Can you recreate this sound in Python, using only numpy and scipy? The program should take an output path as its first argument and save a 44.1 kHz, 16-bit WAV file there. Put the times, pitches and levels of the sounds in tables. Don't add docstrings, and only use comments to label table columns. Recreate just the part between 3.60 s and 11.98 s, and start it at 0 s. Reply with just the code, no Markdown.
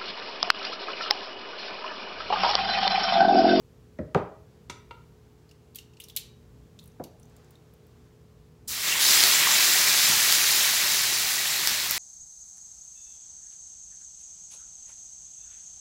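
import sys
import numpy as np
from scipy import signal
from scipy.fft import rfft, irfft, next_fast_len
from scipy.io import wavfile
from scipy.ndimage import uniform_filter1d

SR = 44100
rng = np.random.default_rng(int(sys.argv[2]) if len(sys.argv) > 2 else 0)


def voltage_ratio(level):
    return 10 ** (np.asarray(level, float) / 20)


def generate_wav(signal):
    frames = np.transpose(np.atleast_2d(signal))
    scaled = np.clip(frames, -1, 1) * 32767
    pcm = np.round(scaled).astype(np.int16)
    wavfile.write(sys.argv[1], SR, pcm)


N = 369558

# frequency in Hz, time to fade by 60 dB in seconds.
ROOM_FADE = [(100, 0.28), (1000, 0.45), (4000, 0.34), (15000, 0.13)]


def band(x, lo_hz, hi_hz, order=2):
    return signal.sosfilt(signal.butter(order, [lo_hz, min(hi_hz, .45 * SR)], "band", fs=SR, output="sos"), x)


def level(x, db):
    return x * voltage_ratio(db) / np.sqrt(np.mean(x ** 2))


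def peak(x, db):
    return x * voltage_ratio(db) / np.max(np.abs(x))


def add(out, s, peak_db, x):
    i = int(s * SR)
    out[i:i + len(x)] += peak(x, peak_db)[:N - i]


def at_hz(table, hz):
    points = np.array(table)
    return np.interp(np.log(hz), np.log(points[:, 0]), points[:, 1])


def colour(x, table):
    size = next_fast_len(len(x))
    hz = 1 + np.arange(size // 2 + 1) * SR / size
    return irfft(rfft(x, size) * voltage_ratio(at_hz(table, hz)), size)[:len(x)]


def walk(rate):
    k = int(SR / rate)
    steps = np.repeat(rng.standard_normal(N // k + 1), k)
    return 0.99 * uniform_filter1d(uniform_filter1d(steps, k), k)[:N]


def thirds(first):
    return [(hz, hz * 2 ** (-1 / 6), hz * 2 ** (1 / 6)) for hz in 1000 * 2 ** (np.arange(first, 13) / 3)]


def ring(modes, shorter, lift_db=0., split=0.036):
    t = np.arange(SR // 2) / SR
    hz, db, t60 = np.repeat(np.transpose(modes)[:, :, None], 3, axis=1)
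    db = db + np.repeat(np.zeros(len(modes)) + lift_db, 3)[:, None] + 2.2 * rng.standard_normal(hz.shape)
    turn = 2 * np.pi * hz * (1 + split * rng.standard_normal(hz.shape)) * t
    fade_db = -60 * t / (shorter * np.minimum(t60, .3))
    return np.sum(voltage_ratio(db + fade_db) * np.sin(turn), 0)


def burst(ms):
    t = np.arange(SR // 2) / (SR * max(ms, .3) / 1000)
    return rng.standard_normal(len(t)) * voltage_ratio(-20 * t) * np.minimum(t / 0.071, 1)


def frying():
    # time in seconds, level in dB, bubble size (-1 fine to 1 coarse).
    contact = [(5.08, -52.5, -0.067), (5.119, -39, 0), (5.22, -34.5, 0.059), (5.28, -29.5, 0.06),
               (5.39, -28, 0.68), (5.42, -28, -0.41), (5.53, -23.5, -0.2), (5.68, -24, -0.052),
               (5.76, -23.5, 0.26), (5.87, -24, 0.32), (5.94, -24, -0.0069), (6.8, -26, -0.1),
               (8.3, -32, 0.025), (8.38, -32, 0.098)]
    # frequency in Hz, level in dB per Hz.
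    fizz_colour = [(150, -16), (250, -17), (282, -20.5), (372, -11), (516, -21.5), (593, -14.5),
                   (781, -11.5), (1100, -8), (1360, -7.5), (1890, -2.5), (2800, -4), (4030, -1),
                   (7510, -4.5), (8620, -8.5), (15500, -8.5)]
    # frequency in Hz, width in Hz, level against the fizz in dB.
    pan_tones = [(595.6, 10, -29.5), (1040, 36, -28), (1280, 49, -32), (1928, 14, -18), (1910, 110, -26.5),
                 (2260, 18, -17.5), (2746, 40, -16), (3980, 220, -19), (4840, 47, -23), (5360, 27, -15),
                 (6020, 36, -20), (7320, 42, -13)]
    jet_db, spray_db = -8, -6
    touch_s, flash_s, flash_db = 5.073, 0.036, 22
    flash_from_hz, flash_octaves = 2200, 1.8
    glug_s, glug_length_s, glug_hz, glug_db = 5.87, 0.049, 1060, -5

    start = 5 * SR
    t = np.arange(start, N) / SR
    times, contact_db, sizes = np.transpose(contact)
    db, size = np.interp(t, times, contact_db), np.interp(t, times, sizes)
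    flash = np.exp(-np.maximum(t - touch_s, 0) / flash_s)

    def pops(rate, spread_db):
        clicks = rng.random(len(t)) < rate / SR
        strength = voltage_ratio(spread_db * rng.exponential(size=len(t))) * rng.standard_normal(len(t))
        return level(clicks * strength, 0)

    splash, out, seethe = pops(900, 1.3), 0, walk(14)
    for hz, lo, hi in thirds(first=-8):
        fizz = band(pops(1.5 * hz, 1.1) + voltage_ratio(-8) * splash, lo, hi)
        spray = float(hz > 8200)
        jet = np.exp(-(np.log2(hz / 5100) / 0.57) ** 2)
        size_db = (jet * jet_db + spray * spray_db) * size
        wander_db = (.5 * seethe + .5 * walk(3) + .8 * walk(25))[start:]
        early_db = flash_db * flash * np.clip(np.log2(hz / flash_from_hz) / flash_octaves, 0, 1)
        out = out + fizz * voltage_ratio(size_db + wander_db + early_db)
    out = colour(out, fizz_colour)
    out = out / np.sqrt(np.mean(band(out, 1320, 4130)[SR:] ** 2))

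    pan = sum(level(band(pops(120, 2.2), hz - w / 2, hz + w / 2, order=1), pan_db) for hz, w, pan_db in pan_tones)
    pressed = np.clip(1 - abs(t - 5.58) / 0.13, 0, 1) ** .5
    squeak = level(band(pops(460, 2.6), 5000, 5100), -6.0) * voltage_ratio(2.7 * jet_db * size) * pressed
    glug = level(band(pops(330, 1.7), glug_hz * 0.83, glug_hz * 1.27), glug_db)
    glug = glug * np.exp(-((t - glug_s) / glug_length_s) ** 2)
    out = (out + pan + squeak + glug) * voltage_ratio(db)
    return np.r_[np.zeros(start), out * np.clip((t - touch_s) / .008, 0, 1) ** 2]


def spits():
    # start in seconds, peak in dB, bubble ring against the crack in dB, splatter in ms.
    drops = [(5.254, -14, -3, .9), (5.3977, -11, -11, 0.78), (5.4116, -5.5, -8, .6), (5.428, -7, -8, 1.1),
             (5.456, -9, -8, 1.3), (5.509, -4, -7, 0.83), (5.6054, -1, -2, 1.6), (5.6377, 3, -0.5, 1.5),
             (6.725, 0, -10, 1.3), (7.346, -7, -10, .8), (7.433, -19, -16, 1.3), (8.0735, -2.8, -5, 3.5),
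             (8.296, -23, -12, 1.1), (8.31, -1.5, -17.5, 1.1)]
    out, t = np.zeros(N), np.arange(SR // 2) / SR
    for s, db, ring_db, ms in drops:
        hz = 4950 * (1 + 0.061 * rng.standard_normal())
        spray_db = min(-22 - 1.5 * ring_db, 8)
        crack = (t == 0) + .5 * burst(ms) ** 3
        bubble = np.sin(2 * np.pi * hz * t) * voltage_ratio(-60 * t / 0.0049)
        spray = peak(band(crack, 8500, 15200), spray_db)
        add(out, s, db, peak(band(crack, 1600, 12600), -0.89) + peak(bubble, ring_db) + spray)
    return out


def knocks():
    # start in seconds, peak in dB, contact time in ms.
    hits = [
        (0.3865, -22.5, 14),
        (0.546, -11, 6.4),
        (0.555, -13.5, 9.5),
        (3.396, -26.5, 18),
        (6.483, -32, 13),
    ]
    # frequency in Hz, level in dB per Hz.
    soft_spot = [(35, -29), (60, 0.5), (389, -4), (481, -7), (594, -3), (735, -26), (857, -28), (1140, -29),
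                 (1850, -26), (2780, -52), (6000, -53), (7800, -82), (13200, -120)]
    hard_spot = [(35, -38), (60, -10.5), (136, 1), (283, -14), (408, -3), (689, -9), (827, -8), (927, -5),
                 (1760, -19.5), (2260, -24.5), (14000, -61)]
    far_spot = [(47, -34), (80, -7.5), (398, -3.5), (570, -7.5), (706, -6), (1340, -29), (1570, -20),
                (1880, -38), (2040, -40), (4000, -57), (5200, -82), (8800, -120)]
    pan_thump = [(60, -10), (120, 5), (220, 1), (400, -29), (1000, -50)]
    out, t = np.zeros(N), np.arange(SR // 2) / SR
    for (s, db, ms), spot in zip(hits, (soft_spot, hard_spot, far_spot, far_spot, pan_thump)):
        blow = 0
        for hz, lo, hi in thirds(first=-11.5):
            wide = 1 + .35 * np.clip((400 - hz) / 250, 0, 1)
            slab = band(burst(ms * (1000 / hz) ** 0.42), lo / wide, hi * wide, order=3)
            tail = rng.standard_normal(len(t)) * voltage_ratio(-70 * t / at_hz(ROOM_FADE, hz)) * np.minimum(t / 0.0072, 1)
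            part = level(slab, 0) + level(band(tail, lo, hi, order=3), -6.5)
            blow = blow + part * voltage_ratio(at_hz(spot, hz) + 10 * np.log10(hz))
        add(out, s, db, blow)
    return out


def dish():
    # start in seconds, peak in dB, 2-3 kHz tones in dB, tones above 3 kHz in dB, rise in ms.
    clinks = [
        (1.097, -26, -1.5, -3.5, 2.8),
        (1.308, -31.5, -4.5, -37, 3.8),
    ]
    # frequency in Hz, level in dB, time to fade by 60 dB in seconds.
    glass_tones = [(488, -16, 0.13), (953, 0.5, 0.12), (1304, -4, 0.077), (1393, -6.5, .14),
                   (2057, -2, 0.044), (2280, 0, 0.061), (2750, -4, 0.079), (3320, -13, .05),
                   (3760, -4, 0.063), (4680, -4, 0.044), (5000, -14, .05), (5390, -6, 0.11),
                   (5950, 1, 0.045), (7060, -3, 0.054), (7600, -12, .04)]
    out = np.zeros(N)
    hz = np.array(glass_tones)[:, 0]
    t_ms = np.arange(SR // 2) * 1000 / SR
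    for s, db, middle_db, upper_db, rise_ms in clinks:
        lift_db = np.where(hz < 1800, 0, np.where(hz < 3000, middle_db, upper_db))
        crack = peak(band(burst(9.6), 1870, 4050), middle_db - 7.5)
        crack = crack + peak(band(burst(12), 2600, 8000), upper_db - 3.0)
        glass = peak(ring(glass_tones, 0.87, lift_db, split=0.0099), 0)
        shimmer = peak(band(burst(45), 1200, 6100), (middle_db + upper_db) / 2 - 15)
        thud = peak(band(burst(24), 116, 620), -13.5)
        add(out, s, db + 1.5, (glass + shimmer + crack + thud) * np.minimum(t_ms / rise_ms, 1))
    return out


def scrape(out, s, db, hz, body_db, edge_db, ms):
    # frequency in Hz, level in dB, time to fade by 60 dB in seconds.
    steel_tones = [(2756, 6, 1.4), (2939, -37, 5.0), (3576, 9.5, 0.57), (4247, -18, 5.0), (5200, -14, 0.14),
                   (5440, -13, 0.16), (6660, 0, 0.4), (7630, 6, 0.19), (8037, -15, 0.79), (9350, -24, 0.17),
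                   (11700, -18, 0.53), (13070, -6, 0.15), (13710, -20, 0.25), (14300, -11.5, 0.26)]
    rub = burst(ms)
    tick = peak(band(rub, 2700, 6700, order=3), body_db) + peak(band(rub, 8500, 15700, order=3), edge_db)
    steel = peak(band(ring(steel_tones, 0.3, split=0.056), 3200, 16000), -1.5)
    rattle = peak(band(burst(41), 2350, 15600, order=3), 0) + peak(band(burst(102), 2440, 7000, order=3), -11)
    steel_db = max(body_db, edge_db) - 6.5 + .5 * min(db + 32, 0)
    one_ring = peak(band(rub, hz * 0.94, hz * 1.145), -6.5)
    add(out, s, db, tick + one_ring + peak(steel + rattle, steel_db))


def tongs():
    # start in seconds, peak in dB, ring in Hz, edge against body in dB.
    clacks = [(1.8911, -49, 4450, -9), (1.9113, -47.5, 2750, -7), (2.1468, -41, 4240, 4),
              (2.1563, -27.5, 13100, 11), (2.1852, -34, 2900, -7), (2.3344, -54, 2870, -14),
              (2.3684, -49, 2800, -25), (2.4002, -30, 2850, 21), (2.417, -43, 3760, 9),
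              (2.4377, -34.5, 5350, 9), (2.4843, -38, 4040, 9), (2.4973, -38, 3560, 2.5),
              (2.5506, -50, 3600, .2), (2.563, -14.5, 12300, 8), (2.57, -19.5, 3730, .3),
              (3.1897, -38.5, 3760, -29), (3.2264, -54, 3910, 15), (3.4381, -34.5, 11900, -4)]
    out = np.zeros(N)
    for s, db, hz, edge in clacks:
        scrape(out, s, db, hz, -4 - max(edge, 0), -4 + min(edge, 0), ms=12.7 - 0.1 * (db + 42))
    return out


def smacks():
    # start in seconds, peak in dB, ring in Hz.
    peels = [(3.2385, -45, 13900), (3.2574, -48, 11800), (3.2755, -47, 9500), (3.3174, -58, 5590),
             (3.5972, -46.5, 9900), (3.6296, -48, 5800), (3.6544, -53, 6200), (3.6964, -57, 7440),
             (3.7643, -47, 7750), (3.8444, -55, 7120), (3.907, -47, 13200), (3.9539, -49, 3580),
             (4.1364, -53, 13500), (4.2667, -54, 13600)]
    out = np.zeros(N)
    for s, db, hz in peels:
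        scrape(out, s, db, hz, body_db=-16, edge_db=-5 + 6 * np.log2(hz / 11000), ms=7.1)
    return out


def rustle():
    # start in seconds, length in seconds, level in dB.
    moves = [
        (.9, .1, -74),
        (1.6, 0.055, -80),
        (1.786, 0.18, -75),
        (3.706, 0.23, -67),
        (4.02, .1, -78),
        (4.3, .17, -74),
    ]
    rise_db_s, fall_db_s = 150, 200
    t, out = np.arange(N) / SR, 0
    flutter = voltage_ratio(1.5 * walk(60))
    low = band(rng.standard_normal(N) * flutter, 420, 1560)
    grains = level(low + 0.32 * band(rng.standard_normal(N), 2100, 6300), 0)
    for s, length, db in moves:
        before, after = np.maximum(s - t, 0), np.maximum(t - s - length, 0)
        out = out + voltage_ratio(db - rise_db_s * before - fall_db_s * after)
    return out * grains


def kitchen():
    # frequency in Hz, average level in dB.
    fridge_tones = [(80.7, -65.5), (118.4, -62.5), (156.1, -65), (242.2, -71.5), (360.7, -74), (425.3, -67),
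                    (473.7, -73)]
    # frequency in Hz, level in dB per Hz.
    rumble_colour = [(25, -42), (39, -24), (52, 1.5), (63, 3.5), (80, -6), (120, -1.5), (165, -5),
                     (200, -6.5), (250, -9), (310, -13), (420, -15), (520, -17), (900, -24.5), (1200, -47)]
    hiss_colour = [(400, -35), (700, -12), (1000, -2.5), (2000, -9), (7800, -14.5), (8300, -18.5),
                   (15800, -19.5)]
    rumble, swell = 0, walk(1.57)
    for hz, lo, hi in thirds(first=-15)[:16]:
        swell_db = 2.0 * swell * min(1, 150 / hz) + 2.4 * walk(11)
        rumble = rumble + band(rng.standard_normal(N), lo, hi) * voltage_ratio(swell_db)
    hiss = colour(rng.standard_normal(N), hiss_colour) * voltage_ratio(.6 * walk(2.5))
    t = np.arange(N) / SR
    hum = 0
    for hz, db in fridge_tones:
        hum = hum + voltage_ratio(db + 4.5 + 0.59 * walk(4.6)) * np.sin(2 * np.pi * hz * t + 1.3 * walk(9.8))
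    return level(colour(rumble, rumble_colour), -56.5) + level(hiss, -69) + hum


def echoes(x):
    t = np.arange(int(.6 * SR)) / SR
    onset = np.clip((t - .004) / 0.003, 0, 1)
    noise = rng.standard_normal(len(t)) * onset
    tail = sum(band(noise, lo, hi) * voltage_ratio(-60 * t / at_hz(ROOM_FADE, hz)) for hz, lo, hi in thirds(first=-13.5))
    modes = rfft(tail)
    fine, broad = (np.sqrt(uniform_filter1d(np.abs(modes) ** 2, size=k)) + 1e-9 for k in (15, 240))
    tail = irfft(modes * broad / fine, len(t)) * onset * np.clip(2 - t / .25, 0, 1)
    return signal.fftconvolve(x, tail * voltage_ratio(-5.5) / np.sqrt(np.sum(tail ** 2)))[:N]


def scene():
    fat, far, glass, steel = spits(), knocks(), dish(), tongs() + smacks()
    wet = echoes(far * voltage_ratio(-9) + glass * voltage_ratio(-3) + steel * voltage_ratio(-6) + fat * voltage_ratio(1))
    mono = far + glass + steel + fat + wet + frying() + rustle() + kitchen()
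    return np.array([mono, mono])


def wide_patches(out):
    # start in seconds, centre in Hz.
    patches = [(5.27, 12100), (5.455, 6600), (5.525, 7600), (5.732, 5800), (6.455, 5700), (6.455, 8300),
               (6.478, 15000), (7.545, 6600), (7.545, 13100), (7.707, 9000), (8.124, 15000)]
    for s, hz in patches:
        lo, hi = hz - 1000, hz + 1000
        patch = slice(int(s * SR) - 1024, int(s * SR) + 1024)
        apart = band(rng.standard_normal(2048), lo, hi, order=6) * np.hanning(2048)
        apart = level(apart, -6.5) * np.std(band(out[0, patch], lo, hi, order=6))
        out = out + np.outer([1, -1], np.pad(apart, (patch.start, N - patch.stop)))
    return out


def low_pass(x):
    return signal.sosfilt(signal.butter(12, 16640, fs=SR, output="sos"), x)


def record(dry):
    heard = band(np.clip(dry, -.97, .97), 45.3, 18960)
    out = signal.sosfilt(signal.ellip(10, .2, 80, 15760, fs=SR, output="sos"), heard)
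    out = wide_patches(out)
    return low_pass(out)


dry = scene()
out = record(dry)
generate_wav(out)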